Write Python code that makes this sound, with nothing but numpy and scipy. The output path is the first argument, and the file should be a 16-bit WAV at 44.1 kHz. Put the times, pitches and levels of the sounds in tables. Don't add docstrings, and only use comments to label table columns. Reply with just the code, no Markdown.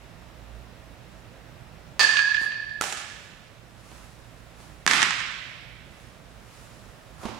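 import sys
import numpy as np
from scipy import signal
from scipy.fft import rfft, irfft, next_fast_len
from scipy.io import wavfile
from scipy.ndimage import uniform_filter1d, minimum_filter1d

SR = 44100
rng = np.random.default_rng(int(sys.argv[2]) if len(sys.argv) > 2 else 0)


def generate_wav(signal):
    frames = np.transpose(np.atleast_2d(signal))
    scaled = np.clip(frames, -1, 1) * 32767
    pcm = np.round(scaled).astype(np.int16)
    wavfile.write(sys.argv[1], SR, pcm)


N = 325899
TIME_S = np.arange(N) / SR
TAIL_S = TIME_S[:2 * SR]

HIT_S, PAD_S = 1.9946, 7.2535
GRAZE_S, REBOUND_S = PAD_S - .022, PAD_S + .0315
ROUND_TRIP_S = .175

# f/Hz, T60/s
HALL_T60 = [(100, 1.07), (400, 0.71), (1000, 1.085), (1800, 1.51), (2800, 1.78), (5000, 1.26), (8000, 0.93),
            (15000, 0.33)]
# f/Hz, left-right correlation
COHERENCE = [(60, 0.88), (150, 0.97), (400, 0.54), (1000, 0.39), (4000, 0.26), (12000, 0.26)]
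# f/Hz, level/dB
LEFT_SHADING = [(60, -15), (92, -18.5), (140, -15.5), (210, -11), (330, -7.5), (500, -3.5), (770, -3.5),
                (1170, -1), (1790, -3.5), (2740, -2.5), (4190, -3.5), (6410, -4.5), (9810, 0),
                (15000, -13.5)]
# delay t/s, level/dB
CLACK_ECHOES = [(.0095, -7), (.0268, -6.5), (.1127, -6)]
MITT_ECHOES = [(.0116, 2.5), (.0466, -1), (.0698, -5), (.1540, -2.5), (.1640, 2), (.2425, -8)]
BAT_ECHOES = [(.0158, -2), (.1755, -1), (.1985, -3.5)]
# f/Hz, relative level/dB
AIR_SPECTRUM = [(13, -41), (22, -14.5), (55, 0), (87, -6.5), (118, 0.5), (236, -9.5), (263, -8.5),
                (347, -14.5), (432, -13), (672, -10.5), (861, -16.5), (1300, -16.5), (2520, -21.5),
                (13600, -41), (16000, -48)]
SCUFF_SPECTRUM = [(150, 8), (400, -4), (1200, 10.5), (3500, 2.5), (7000, 1.5), (10500, -2), (15000, -20)]
# f/Hz, level/dB
MOTOR_TONES = [(58.5, -56), (117, -56)]
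# t/s, heel level/dB, scuff level/dB, scuff decay t/s
STEPS = [(2.412, -13, -41.5, 0.031), (3.915, -20, -53, 0.14), (4.603, -22, -55, 0.062),
         (6.54, -41, -59, .11)]
# t/s, level/dB, contact t/s
CLACKS = [(2.8112, 3.5, 0.0025)]
CATCHES = [(4.8649, 8, 0.00015)]
# f/Hz, relative level/dB
THUD_SPECTRUM = [(60, -15), (130, -11), (200, 2), (240, -3.5), (320, -1), (500, -6.5), (1000, -4),
                 (1600, -15.5), (2800, -16.5), (6000, -24), (10000, -35), (16000, -55)]
CLACK_SPECTRUM = [(80, -16), (200, -12), (350, -4), (550, -4), (800, 2.5), (1000, -5), (1300, 3.5),
                  (1800, -2.5), (2800, -3), (4500, -7.5), (7000, -4.5), (10000, -9.5), (13000, -19.5),
                  (16000, -35)]
MITT_SPECTRUM = [(60, -44), (100, -31), (165, -2.5), (260, -8.5), (370, -6.5), (480, -12.5), (620, -13.5),
                 (800, -6.5), (1100, -1), (2000, -1), (3000, -5.5), (4200, -9.5), (8500, -15),
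                 (12000, -25.5), (16000, -48)]
CRACK_SPECTRUM = [(80, -35), (200, -14.5), (400, -8.5), (700, -4.5), (1100, 3), (1700, -3.5), (2700, 0.5),
                  (4200, -2.5), (6000, -5), (9000, -11), (12000, -29), (16000, -25)]
# f/Hz, level/dB, T60/s
PAD_MODES = [(228, -24.5, 0.068), (300, -41, 0.046)]
SURFACE_MODES = [(450, -35, 0.052), (1335, -10, 0.023)]
# f/Hz, level/dB, T60/s, share of swing speed at the radiating part
BAT_MODES = [(1060, -46, .05, 0.44), (1725, -16, 1.3, 0.94), (2544, -22.5, 0.13, 0.67),
             (3370, -40, 0.048, .5), (4320, -23.5, 0.18, 0.16), (4630, -16.5, 0.13, 0.6),
             (4705, -23, 0.054, 0.23), (4920, -22, 0.08, 0.21), (6430, -17, .02, 0.52)]


def from_db(db):
    return 10 ** (np.asarray(db) / 20)


def unit_rms(x):
    return x / np.sqrt(np.mean(x ** 2) + 1e-20)


def at_hz(table, hz):
    table_hz, values = np.transpose(table)
    return np.interp(np.log(np.maximum(hz, 1)), np.log(table_hz), values)


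def drift(rate_hz):
    knots = rng.standard_normal(int(N / SR * rate_hz) + 2)
    return unit_rms(np.interp(TIME_S * rate_hz, np.arange(len(knots)), knots))


def pan(left_db):
    left = from_db(np.atleast_1d(left_db))
    return 2 * np.array([left, np.ones_like(left)]) / (1 + left)


def add(out, at_s, sound):
    start = round(at_s * SR)
    part = sound[..., :out.shape[-1] - start]
    out[..., start:start + part.shape[-1]] += part


def through(sound, response):
    return signal.fftconvolve(sound[None], response, axes=1)


def bandpass(x, band_hz):
    return signal.sosfilt(signal.butter(2, band_hz, "band", fs=SR, output="sos"), x)


def noise_bands(size):
    edges_hz = 22 * 2 ** np.arange(0, 9.6, .5)
    white = rng.standard_normal((2, 2, size))
    for k, (low_hz, high_hz) in enumerate(zip(edges_hz, edges_hz[1:])):
        mid, side = bandpass(white[k % 2], (low_hz, high_hz))
        hz = np.sqrt(low_hz * high_hz)
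        coherence = at_hz(COHERENCE, hz)
        side *= np.sqrt((1 - coherence) / (1 + coherence))
        yield hz, np.array([mid + side, mid - side])


def pulse(spectrum, size=2048):
    magnitude = from_db(at_hz(spectrum, np.arange(size // 2 + 1) * SR / size))
    cepstrum = irfft(np.log(magnitude))
    cepstrum[1:size // 2] *= 2
    cepstrum[size // 2 + 1:] = 0
    return unit_rms(irfft(np.exp(rfft(cepstrum)))) / np.sqrt(size)


def ventilation(air_db=-48.5, flutter_db=0.5, duct_hz=640, waver_db=4.0, wander_rad=0.88):
    air = hum = 0
    for hz, band in noise_bands(N):
        duct_db = np.exp(-(4 * np.log2(hz / duct_hz)) ** 2)
        air += band * from_db(at_hz(AIR_SPECTRUM, hz) + duct_db + flutter_db * drift(16))
    for hz, db in MOTOR_TONES:
        gain = from_db(db + waver_db * drift(5.4))
        hum += gain * np.sin(2 * np.pi * hz * TIME_S + wander_rad * drift(7))
    return from_db(air_db) * unit_rms(air) + hum


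def reverb(build_s, onset_s=0.0015, far_wall_s=.16, swell_db=1.0, swell_s=0.025, t60_scale=1.0):
    tail = sum(band * from_db(-60 * TAIL_S / (t60_scale * at_hz(HALL_T60, hz)))
               for hz, band in noise_bands(len(TAIL_S)))
    build = 1 - np.exp(-np.maximum(TAIL_S - onset_s, 0) / build_s)
    swell = (TAIL_S > far_wall_s) * np.exp(-np.abs(TAIL_S - far_wall_s) / swell_s)
    return tail * build * from_db(swell_db * swell) / np.sqrt(SR)


def echo_paths(echoes, wall_band_hz, trip_loss_db, scatter=0.1, scatter_s=0.0044, trips=4):
    walls = np.zeros((2, len(TAIL_S)))
    t = TAIL_S[:SR // 20]
    for delay_s, db in echoes:
        for trip in range(trips):
            smear = scatter * rng.standard_normal((2, len(t))) * np.exp(-t / scatter_s)
            smear[:, 0] += 1
            add(walls, delay_s + trip * ROUND_TRIP_S, from_db(db - trip * trip_loss_db) * smear)
    return pan(1.0) * (TAIL_S == 0) + pan(-0.5) * bandpass(walls, wall_band_hz)


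def rub(at_s, db, decay_s):
    age = (TIME_S - at_s) / decay_s
    return 2 * from_db(db) * np.exp(-np.logaddexp(age, -2 * age))


def scuffs(sole_lag_s=0.011, shuffle_db=-62.0, stance_db=-15, grain_db=0.5):
    soles = sum(rub(at_s + sole_lag_s, db, decay_s) for at_s, _, db, decay_s in STEPS)
    cover = rub(GRAZE_S, db=-49.5, decay_s=0.035)
    ready = TIME_S < HIT_S
    shuffle = from_db(shuffle_db + 2.5 * drift(5.0) + stance_db * ready)
    friction = sum(band * from_db(at_hz(SCUFF_SPECTRUM, hz)) for hz, band in noise_bands(N))
    friction = unit_rms(friction * from_db(grain_db * drift(120)))
    folds = rub(GRAZE_S, db=-45.5, decay_s=0.039) * unit_rms(bandpass(friction, (200, 1290)))
    return (soles + cover + shuffle) * friction + folds


def impacts(contacts, spectrum, paths, hall):
    out = np.zeros((2, N))
    push = pulse(spectrum)
    t = TAIL_S[:SR // 20]
    for at_s, db, contact_s in contacts:
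        grain = rfft(rng.standard_normal(len(t)) * np.exp(-t / contact_s), 2 * len(t))
        crunch = irfft(grain / (np.abs(grain) + 1e-12))[:len(t)]
        add(out, at_s, from_db(db) * through(signal.fftconvolve(crunch, push), paths))
        add(out, at_s, from_db(db) * through(push, hall))
    return out


def surface_ring(at_s, modes):
    out = np.zeros((2, N))
    for hz, db, t60_s in modes:
        add(out, at_s, from_db(db - 60 * TAIL_S / t60_s) * np.sin(2 * np.pi * hz * TAIL_S))
    return out


def thuds(heel_s=0.0037, contact_s=0.012, pad_db=-6, glance_db=-11.5):
    heels = [(at_s, db, heel_s) for at_s, db, _, _ in STEPS]
    ball = [(GRAZE_S, glance_db, contact_s), (REBOUND_S, glance_db, contact_s), (PAD_S, pad_db, contact_s)]
    direct = pan(0) * (TAIL_S == 0)
    hall = from_db(13.0) * reverb(build_s=0.0083)
    return impacts(heels + ball, THUD_SPECTRUM, direct, hall) + surface_ring(PAD_S, PAD_MODES)


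def mitt_catch():
    paths = echo_paths(MITT_ECHOES, wall_band_hz=(625, 7700), trip_loss_db=19.0)
    hall = from_db(22.5) * reverb(build_s=0.048, swell_db=4.0)
    return impacts(CATCHES, MITT_SPECTRUM, paths, hall)


def clack():
    paths = echo_paths(CLACK_ECHOES, wall_band_hz=(252, 9000), trip_loss_db=18.0)
    hall = from_db(15.0) * reverb(build_s=0.015, swell_db=4.5)
    return impacts(CLACKS, CLACK_SPECTRUM, paths, hall) + surface_ring(CLACKS[0][0], SURFACE_MODES)


def bat_ping(bearing_rad, swing_m_per_s=15.5, turn_rad_per_s=14.0, slowing_s=1.045, attack_s=0.00094):
    t = TAIL_S[:SR]
    approach_m_per_s = swing_m_per_s * np.exp(-t / slowing_s) * np.cos(bearing_rad + turn_rad_per_s * t)
    lead_s = np.cumsum(approach_m_per_s) / SR / 343
    modes = sum(from_db(db - 60 * t / t60_s) * np.sin(2 * np.pi * hz * (t + share * lead_s))
                for hz, db, t60_s, share in BAT_MODES)
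    return modes * (1 - np.exp(-t / attack_s))


def bat(crack_db=7.5, near_db=-2.5, far_db=-5.0, diffuse_db=14.5, bearings=8):
    paths = echo_paths(BAT_ECHOES, wall_band_hz=(1300, 4300), trip_loss_db=9.0)
    far = TAIL_S > ROUND_TRIP_S / 2
    ping = from_db(near_db) * through(bat_ping(bearing_rad=0.344), paths * ~far)
    ping += from_db(far_db) * through(bat_ping(bearing_rad=2.4), paths * far)
    for k in range(bearings):
        hall = reverb(build_s=0.0053, swell_s=1.8, t60_scale=1.01) / np.sqrt(bearings)
        ping += from_db(diffuse_db) * through(bat_ping(2 * np.pi * k / bearings), hall)
    hall = from_db(17.5) * reverb(build_s=0.0038, onset_s=0.00055, swell_db=0)
    crack = from_db(crack_db) * through(pulse(CRACK_SPECTRUM), paths + hall)
    out = np.zeros((2, N))
    add(out, HIT_S, ping)
    add(out, HIT_S, crack)
    return out


def scene():
    blows = clack() + mitt_catch() + thuds() + bat()
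    return pan(left_db=-4.9) * blows + scuffs() + ventilation()


def record(dry, threshold_db=-18.5, slope=0.47, release_db_per_s=0.89, ceiling=.88, cutoff_hz=15900):
    size = next_fast_len(N + SR)
    shading = pan(at_hz(LEFT_SHADING, np.arange(size // 2 + 1) * SR / size))
    heard = irfft(rfft(dry, size) * shading, size)[:, :N]
    power = signal.lfilter([.002], [1, -.998], np.mean(heard ** 2, axis=0))
    demand_db = slope * np.maximum(10 * np.log10(power + 1e-12) - threshold_db, 0)
    release_db = release_db_per_s * TIME_S
    duck_db = np.maximum.accumulate(demand_db + release_db) - release_db
    heard *= from_db(-duck_db)
    headroom = ceiling / np.maximum(np.abs(heard).max(axis=0), ceiling)
    limiter = uniform_filter1d(minimum_filter1d(headroom, size=65), size=65)
    lowpass = signal.ellip(10, .1, 80, cutoff_hz, fs=SR, output="sos")
    return signal.sosfilt(lowpass, heard * limiter)


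dry = scene()
out = record(dry)
generate_wav(out)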